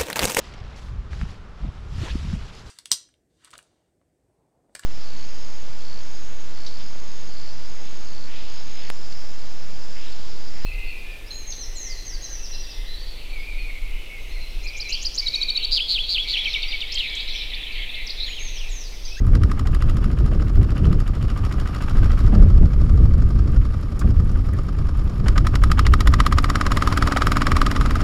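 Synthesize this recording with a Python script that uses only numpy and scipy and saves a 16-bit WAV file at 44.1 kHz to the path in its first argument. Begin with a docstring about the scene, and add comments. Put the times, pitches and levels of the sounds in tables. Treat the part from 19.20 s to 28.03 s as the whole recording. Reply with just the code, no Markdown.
"""A single-cylinder diesel walking tractor hauls a trailer over a windy field: it plods, coasts down, then is opened up.
Each cycle brings piston slap, an injector snap, the combustion knock, the exhaust valve, a puff and a tappet tick:
timed impulses and noise bursts that ring the crankcase or the pipe. Gears churn and whine as noise and a wavering tone.
A loose cover buzzes and the hitch clanks a few times; shaped noise makes the straw, the wind and its pops."""
import sys
import numpy as np
from scipy import signal
from scipy.fft import rfft, irfft
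from scipy.io import wavfile
from scipy.ndimage import uniform_filter1d

SR = 44100
rng = np.random.default_rng(int(sys.argv[2]) if len(sys.argv) > 2 else 0)


def master_out(mix):
    """Clip the mix to full scale and print it as 16-bit PCM to the path in sys.argv[1]."""
    frames = np.transpose(np.atleast_2d(mix))
    ceiling = np.clip(frames, -1, 1)
    pcm = np.round(ceiling * 32767).astype(np.int16)
    wavfile.write(sys.argv[1], SR, pcm)


N = 389403
TIME = np.arange(N) / SR  # s

# engine speed: start_s, firings_per_s
SPEED = [(0.0, 11.404), (0.4, 12.828), (0.75, 13.789), (1.5, 13.42), (2.4, 13.411), (3.05, 13.663),
         (3.5, 12.739), (4.2, 11.693), (4.8, 10.827), (5.3, 10.201), (5.8, 9.623), (6.03, 9.636),
         (6.25, 11.295), (6.55, 13.061), (6.9, 15.292), (7.25, 17.38), (7.6, 19.348), (7.9, 20.59),
         (8.15, 20.034), (8.45, 20.441), (8.83, 20.763)]
# ring of the crankcase and its covers: pitch_hz, width_hz, level_db above the broad response
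CASE = [(1210.5, 125, 12), (1580, 57, -4.5), (3156, 250, 0), (4660, 530, -1.5), (5450, 560, 3.5),
        (6880, 380, 7.5), (11100, 1500, -14)]
# ring of the air cleaner and rocker cover: pitch_hz, width_hz, level_db above the broad response
COVER = [(571, 49, 14.5), (1480, 48, 7)]
# tone of the small hard parts, injector and tappet: pitch_hz, level_db
TAPPET_COLOUR = [(1000, -29), (4000, -6), (7000, 6.5), (11000, 9), (15500, -3.5)]
# how the knock follows the work: level_db when plodding without fuel, full_fuel_db added, db_per_extra_firing_per_s
KNOCK_LAW = (-55, 39.45, .05)
# level of the mechanical clatter as the tractor turns and pitches: start_s, level_db
CLATTER = [(0, -2), (2.0, -1.7), (2.7, 3), (3.5, -1.5), (5.6, 1.7), (6.1, 3.5), (6.8, -2), (8.0, 1.5),
           (8.83, -.8)]


def undb(db):
    """Turn decibels into a gain."""
    return 10 ** (np.asarray(db) / 20)


def curves(table):
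    """Draw straight lines between a table's rows: each column at every sample."""
    s, *columns = np.transpose(table)
    return [np.interp(TIME, s, column) for column in columns]


def noise():
    """White noise of unit level."""
    return rng.standard_normal(N)


def walk(rate):
    """Random levels held 1 / rate seconds and smoothed twice; spread near 1."""
    hold = int(SR / rate)
    steps = np.repeat(noise()[:N // hold + 1], hold)
    smooth = uniform_filter1d(uniform_filter1d(steps, hold), hold)
    return np.sqrt(2) * smooth[:N]


def resonance(f, hz, width):
    """Complex response of one damped ringing mode, gain 1 at its centre."""
    return 1j * f * width / (hz ** 2 - f ** 2 + 1j * f * width)


def response(colour, modes=(), size=8192):
    """Impulse response of unit energy: a broad colour with resonant peaks on top."""
    f = np.arange(size // 2 + 1) * SR / size + 1
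    hz, db = np.transpose(colour)
    broad = undb(np.interp(np.log(f), np.log(hz), db))
    peaks = sum(np.abs(undb(d) * resonance(f, c, w)) ** 2 for c, w, d in modes)
    gain = broad * np.sqrt(1 + peaks)
    # folding the cepstrum puts all the ringing after the blow
    cepstrum = irfft(np.log(gain))
    ir = irfft(np.exp(rfft(2 * cepstrum[:size // 2], size)))
    return ir / np.linalg.norm(ir)


def ring(x, ir):
    """Let a signal ring through an impulse response."""
    return signal.oaconvolve(x, ir)[:N]


def lowpass(x, hz, order=2):
    """Round off the treble."""
    return signal.sosfilt(signal.butter(order, min(hz, SR / 3), fs=SR, output="sos"), x)


def effort(law):
    """Level in dB of an engine sound that follows fuel and engine speed."""
    # fuel: a blip, part load, cut while coasting, then wide open: start_s, fuel_share (0-1)
    fuel_table = [(.07, 0.24), (.15, 0.64), (.55, 0.62), (.9, .42), (1.25, 0.26), (1.75, 0.53), (1.95, .38),
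                  (2.3, 0.54), (3.0, 0.43), (3.35, 0), (6.02, 0.12), (6.08, 0.83), (6.95, 1), (7.3, .95),
                  (7.7, 0.95), (8.1, 0.95), (8.45, 0.96), (8.83, 0.66)]
    plod_per_s = 13  # firings a second at plodding speed
    base_db, fuel_db, speed_db = law
    fuel, = curves(fuel_table)
    rate, = curves(SPEED)
    return base_db + fuel_db * np.clip(fuel, 0, 1) + speed_db * (rate - plod_per_s)


def strokes(crank, angle, scatter_db, jitter_s, lead_s=0):
    """One impulse a cycle at a crank angle (in cycles), uneven in size and timing."""
    cycles = np.arange(np.ceil(crank[0] - angle), crank[-1] - angle)
    size, late = rng.standard_normal((N // 1000, 2))[:len(cycles)].T
    at_s = np.interp(cycles + angle, crank, TIME) + jitter_s * late - lead_s
    train = np.zeros(N)
    train[np.clip((at_s * SR).astype(int), 0, N - 1)] = undb(scatter_db * size)
    return train


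def bursts(train, rise_s, decay_s, tail_db=-60, tail_s=.01, repeat=0, size=4096):
    """Noise that swells up to each impulse and dies away after it; a share of the rattle repeats every cycle."""
    t = np.arange(-size, size + 1) / SR
    tail = undb(tail_db) * np.exp(-np.abs(t) / tail_s)
    fall = (np.exp(-np.abs(t) / decay_s) + tail) / (1 + undb(tail_db))
    shape = np.where(t < 0, np.exp(-(t / rise_s) ** 2), fall)
    fresh = signal.oaconvolve(train, shape, mode="same") * noise()
    same = signal.oaconvolve(train, shape * rng.standard_normal(len(t)), mode="same")
    share = np.clip(repeat, 0, 1)
    return np.sqrt(1 - share) * fresh + np.sqrt(share) * same


def wind():
    """Big eddies rumble on the microphone; small ones flutter in quick buffets; gusts lift both."""
    # strength of the breeze: start_s, rumble_db
    breeze = [(0, -13), (1.7, -17.5), (2.35, -19), (2.6, -24.5), (2.8, -12), (3.9, -14.5), (4.45, -14),
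              (4.78, -22.5), (4.86, -12.5), (5.3, -15), (5.9, -20.5), (6.1, -12), (6.9, -12), (7.3, -17),
              (7.9, -20.5), (8.55, -14.5), (8.83, -20)]
    # gusts that swell over the breeze: centre_s, length_s, rumble_rise_db, flutter_rise_db
    gusts = [(0.156, 0.062, 6, 9.5), (1.136, 0.4, 1.5, 5.5), (1.41, 0.1, 6, 5.5), (1.66, 0.21, 5, 7.5),
             (3.211, 0.15, 5.5, 10), (3.41, 0.14, 7, 5.5), (3.83, 0.33, 7.5, 6.5), (4.382, 0.06, 4, -0.5),
             (5.682, 0.19, 4.5, -0.5)]
    # tone of the big eddies: pitch_hz, level_db
    rumble_colour = [(8, -10), (20, 3), (45, 2), (75, -0.5), (110, -6.5), (160, -22), (260, -26),
                     (600, -61.5), (4000, -110)]
    # tone of the small eddies: pitch_hz, level_db
    flutter_colour = [(60, -18.5), (120, 6), (170, 2), (260, -8), (380, -11.5), (550, -21.5), (900, -39),
                      (2500, -47), (12000, -87)]
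    breeze_db, = curves(breeze)
    gust_db = breeze_db
    eddy_db = -19 + 0.62 * breeze_db  # flutter follows the breeze less steeply
    for s, length_s, rumble_db, flutter_db in gusts:
        swell = np.exp(-(2 * (TIME - s) / length_s) ** 2)
        gust_db = gust_db + rumble_db * swell
        eddy_db = eddy_db + flutter_db * swell
    buffet = walk(28)
    rumble = ring(noise(), response(rumble_colour)) * undb(gust_db + 1.17 * buffet)
    flutter = ring(noise(), response(flutter_colour)) * undb(eddy_db + 1.85 * buffet + 1.5 * walk(90))
    return rumble + flutter


def buffets():
    """Single wind eddies hit the microphone head on and pop: short swells of low noise."""
    # eddies: centre_s, level_db
    eddies = [(1.064, -26), (1.123, -20), (3.135, -13), (3.165, -14), (3.225, -25), (3.434, -18.5),
              (3.447, -29), (4.851, -20)]
    # tone of a pop: pitch_hz, level_db
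    pop_colour = [(40, -14), (200, 10), (400, -15), (700, -12.5), (1500, -45), (8000, -71)]
    push = sum(undb(db) * np.exp(-((TIME - s) / 0.0078) ** 2) for s, db in eddies)
    return ring(push * noise(), response(pop_colour))


def stubble():
    """Dry straw rustles under the wheels: bright noise with slow and quick flicker."""
    # tone of the straw: pitch_hz, level_db
    straw_colour = [(500, -4), (5000, 2), (11000, -5.5), (15500, -11)]
    return ring(noise(), response(straw_colour)) * undb(-70 + 1.1 * walk(19) + 1.6 * walk(390))


def hitch():
    """Loose steel fittings of hitch and trailer clank as the load shifts: noise dying away through one resonance."""
    # clanks: start_s, level_db, pitch_hz, width_hz, decay_s
    clanks = [(4.792, -35.5, 6100, 6000, 0.0098), (4.816, -29, 1270, 700, 0.0085),
              (4.837, -30, 1110, 600, 0.0032), (5.115, -49.5, 6000, 6000, .008),
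              (5.33, -43, 1840, 400, 0.022)]
    out = np.zeros(N)
    f = np.arange(N // 2 + 1) * SR / N
    for s, db, hz, width, decay_s in clanks:
        band = resonance(f, hz, width) ** 2
        scrape = noise() * (TIME > s) * np.exp(-np.abs(TIME - s) / decay_s)
        band_level = np.sqrt(np.mean(np.abs(band) ** 2))
        out += undb(db) * ring(scrape, irfft(band)[:SR // 20]) / band_level
    return out


def cover(crank):
    """The loose sheet cover resonates at one crank speed, shaken from the compression stroke until the exhaust opens."""
    # level_db when plodding without fuel, full_fuel_db added, db_per_extra_firing_per_s
    buzz_law = (-59, 20.4, 0)
    buzz_per_s, buzz_width_per_s = 13.45, 0.27  # firing rate that buzzes most, and how narrowly
    rate, = curves(SPEED)
    off_speed = (rate - buzz_per_s) / buzz_width_per_s
    buzz_db = effort(buzz_law) - 10 * np.log10(1 + off_speed ** 2)
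    shake = bursts(strokes(crank, -0.15, scatter_db=3.8, jitter_s=.001), rise_s=0.0067, decay_s=0.021)
    f = np.arange(N // 2 + 1) * SR / N
    ir = irfft(resonance(f, hz=2810, width=700) ** 2)[:SR // 20]
    return ring(shake * undb(buzz_db + 2 * walk(460)), ir / np.linalg.norm(ir))


def gears(crank):
    """Gear teeth take up their play unevenly and churn; the timing gears whine, smeared by uneven turning."""
    # level_db when plodding without fuel, full_fuel_db added, db_per_extra_firing_per_s
    gear_law = (-42.5, 1.56, 1.0)
    # tone the gears feed into the case: pitch_hz, level_db
    gear_colour = [(150, 11), (600, 0), (850, -1), (1200, -3), (1900, -6.5), (3300, -13), (5300, -15.5),
                   (6200, -25.5), (8000, -27), (11000, -23.5), (15500, -39)]
    teeth_per_cycle = 112
    clatter_db, = curves(CLATTER)
    gear_db = effort(gear_law) + clatter_db
    churn = noise() * undb(gear_db + 2.0 * walk(170))
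    whine = np.sin(2 * np.pi * teeth_per_cycle * crank + 4.0 * walk(220)) * undb(gear_db - 15.0)
    return whine + ring(churn, response(gear_colour, CASE))


def tappet(crank):
    """The valve gear ticks once a cycle: a short noise burst rings the case."""
    tick = bursts(strokes(crank, 0.64, scatter_db=7.5, jitter_s=0.00063), rise_s=.0007, decay_s=0.0028)
    return ring(tick * undb(-60), response(TAPPET_COLOUR, CASE))


def exhaust_valve(crank):
    """Gas cracks past the opening exhaust valve: a noise burst sounds through the case and cover."""
    # level_db when plodding without fuel, full_fuel_db added, db_per_extra_firing_per_s
    valve_law = (-49, -10, 1.33)
    # tone the valve feeds into the case: pitch_hz, level_db
    valve_colour = [(300, 5), (900, 8), (1300, 12), (1900, 6), (2900, -0.5), (3800, -1), (5200, 1),
                    (6200, -9), (9000, -11.5), (11500, -17), (15500, -26)]
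    clatter_db, = curves(CLATTER)
    hiss = bursts(strokes(crank, 0.19, scatter_db=2.0, jitter_s=0.00038), rise_s=0.0064, decay_s=0.0054)
    valve_db = effort(valve_law) + clatter_db + 15.5
    return ring(hiss * undb(valve_db), response(valve_colour, CASE + COVER))


def piston_slap(crank):
    """The inlet valve seats, then the piston rocks over on its way up; both knock the case and cover."""
    # level_db when plodding without fuel, full_fuel_db added, db_per_extra_firing_per_s
    slap_law = (-43, 15.16, 0.09)
    # tone the slap feeds into the case: pitch_hz, level_db
    slap_colour = [(200, 5), (550, -6), (720, 5), (930, 2), (1200, 0.5), (1550, 4.5), (2200, 0),
                   (2950, -5.5), (3600, -12), (5400, -24), (6300, -23), (10000, -29), (15500, -41)]
    clatter_db, = curves(CLATTER)
    seating = strokes(crank, -0.25, scatter_db=2.1, jitter_s=.00015)
    inlet = bursts(seating, rise_s=0.0022, decay_s=0.013, repeat=0.39)
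    rocking = strokes(crank, -0.18, scatter_db=4.0, jitter_s=0.00091)
    piston = bursts(rocking, rise_s=0.002, decay_s=0.0046)
    slap_db = effort(slap_law) + clatter_db - 2.0
    return ring((inlet + piston) * undb(slap_db), response(slap_colour, CASE + COVER))


def silencer(train, size=8192):
    """Soft pressure pulses ring the pipe; a unit pulse peaks at 1."""
    # pipe resonances: pitch_hz, width_hz, level_db relative to each other
    pipe = [(226, 29, 10), (275.3, 25.4, 15), (337, 22, -20), (424, 42, -21), (546, 82, -8.5),
            (690, 42, -22)]
    f = np.arange(size // 2 + 1) * SR / size
    modes = sum(undb(db) * resonance(f, hz, width) for hz, width, db in pipe)
    ir = lowpass(irfft(modes), hz=920, order=6)
    return ring(train, ir / np.abs(ir).max())


def exhaust(crank):
    """The block jolts one way at firing and the gas puffs the other; both ring the silencer and merge into a hum at speed."""
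    # both laws: level_db when plodding without fuel, full_fuel_db added, db_per_extra_firing_per_s
    jolt_law = (-49, 25.6, 0.75)
    puff_law = (-26, 1.0, 0.66)
    jolt_angle, puff_angle = -.1, .235  # cycles
    jolts = strokes(crank, jolt_angle, scatter_db=1.2, jitter_s=0) * undb(effort(jolt_law))
    puffs = strokes(crank, puff_angle, scatter_db=0.5, jitter_s=0) * undb(effort(puff_law))
    gas = bursts(puffs, rise_s=0.0016, decay_s=0.0024)
    return silencer(puffs - jolts + undb(-36.5) * gas)


def injector(crank):
    """The injector needle snaps just before the fuel lights, louder when the knock is louder."""
    needle_db = 0.61 * effort(KNOCK_LAW) - 27.5
    needle = strokes(crank, 0, scatter_db=3.0, jitter_s=.0002, lead_s=0.004) * undb(needle_db)
    return ring(bursts(needle, rise_s=0.0009, decay_s=0.0061), response(TAPPET_COLOUR, CASE))


def combustion(crank):
    """The fuel lights: a blunt, uneven blow and a harsh crack ring the case."""
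    # treble of the crack: level_db when plodding without fuel, full_fuel_db added, db_per_extra_firing_per_s
    hardness_law = (3.7, -5, -0.44)
    # tone the knock feeds into the case: pitch_hz, level_db
    knock_colour = [(200, -2), (500, -8.5), (800, -8), (1050, 2.5), (1450, 3), (2100, -1), (2800, -7),
                    (3700, -4.5), (5400, -7.5), (6200, -19), (8000, -18), (11000, -22.5), (15500, -44)]
    firings = strokes(crank, -.012, scatter_db=0.8, jitter_s=.0001) * undb(effort(KNOCK_LAW))
    crack = bursts(firings, rise_s=0.0025, decay_s=0.0029, tail_db=-18, tail_s=0.013, repeat=0.46)
    dull = lowpass(crack, hz=2800, order=1)
    crack = dull + undb(effort(hardness_law)) * (crack - dull)  # a steeper pressure rise reaches higher
    blow = lowpass(firings * undb(2.7 * walk(30)), hz=1500)
    return ring(undb(3.5) * crack + undb(18) * blow, response(knock_colour, CASE))


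def scene():
    """The crank drives every engine sound; the open field adds no echo."""
    first_phase = .1935  # cycles
    rate, = curves(SPEED)
    crank = first_phase + np.cumsum(rate) / SR  # cycles turned so far
    field = wind() + buffets() + stubble() + hitch()
    mechanism = cover(crank) + gears(crank) + tappet(crank) + exhaust_valve(crank) + piston_slap(crank)
    engine = mechanism + exhaust(crank) + injector(crank) + combustion(crank)
    return (field + engine)[None]


def record(dry):
    """Softly round the biggest peaks, then cut the top of the treble steeply."""
    top_hz = 15800
    limited = dry / (1 + dry ** 6) ** (1 / 6)
    return signal.sosfilt(signal.ellip(8, .2, 70, top_hz, fs=SR, output="sos"), limited)


dry = scene()
out = record(dry)
master_out(out)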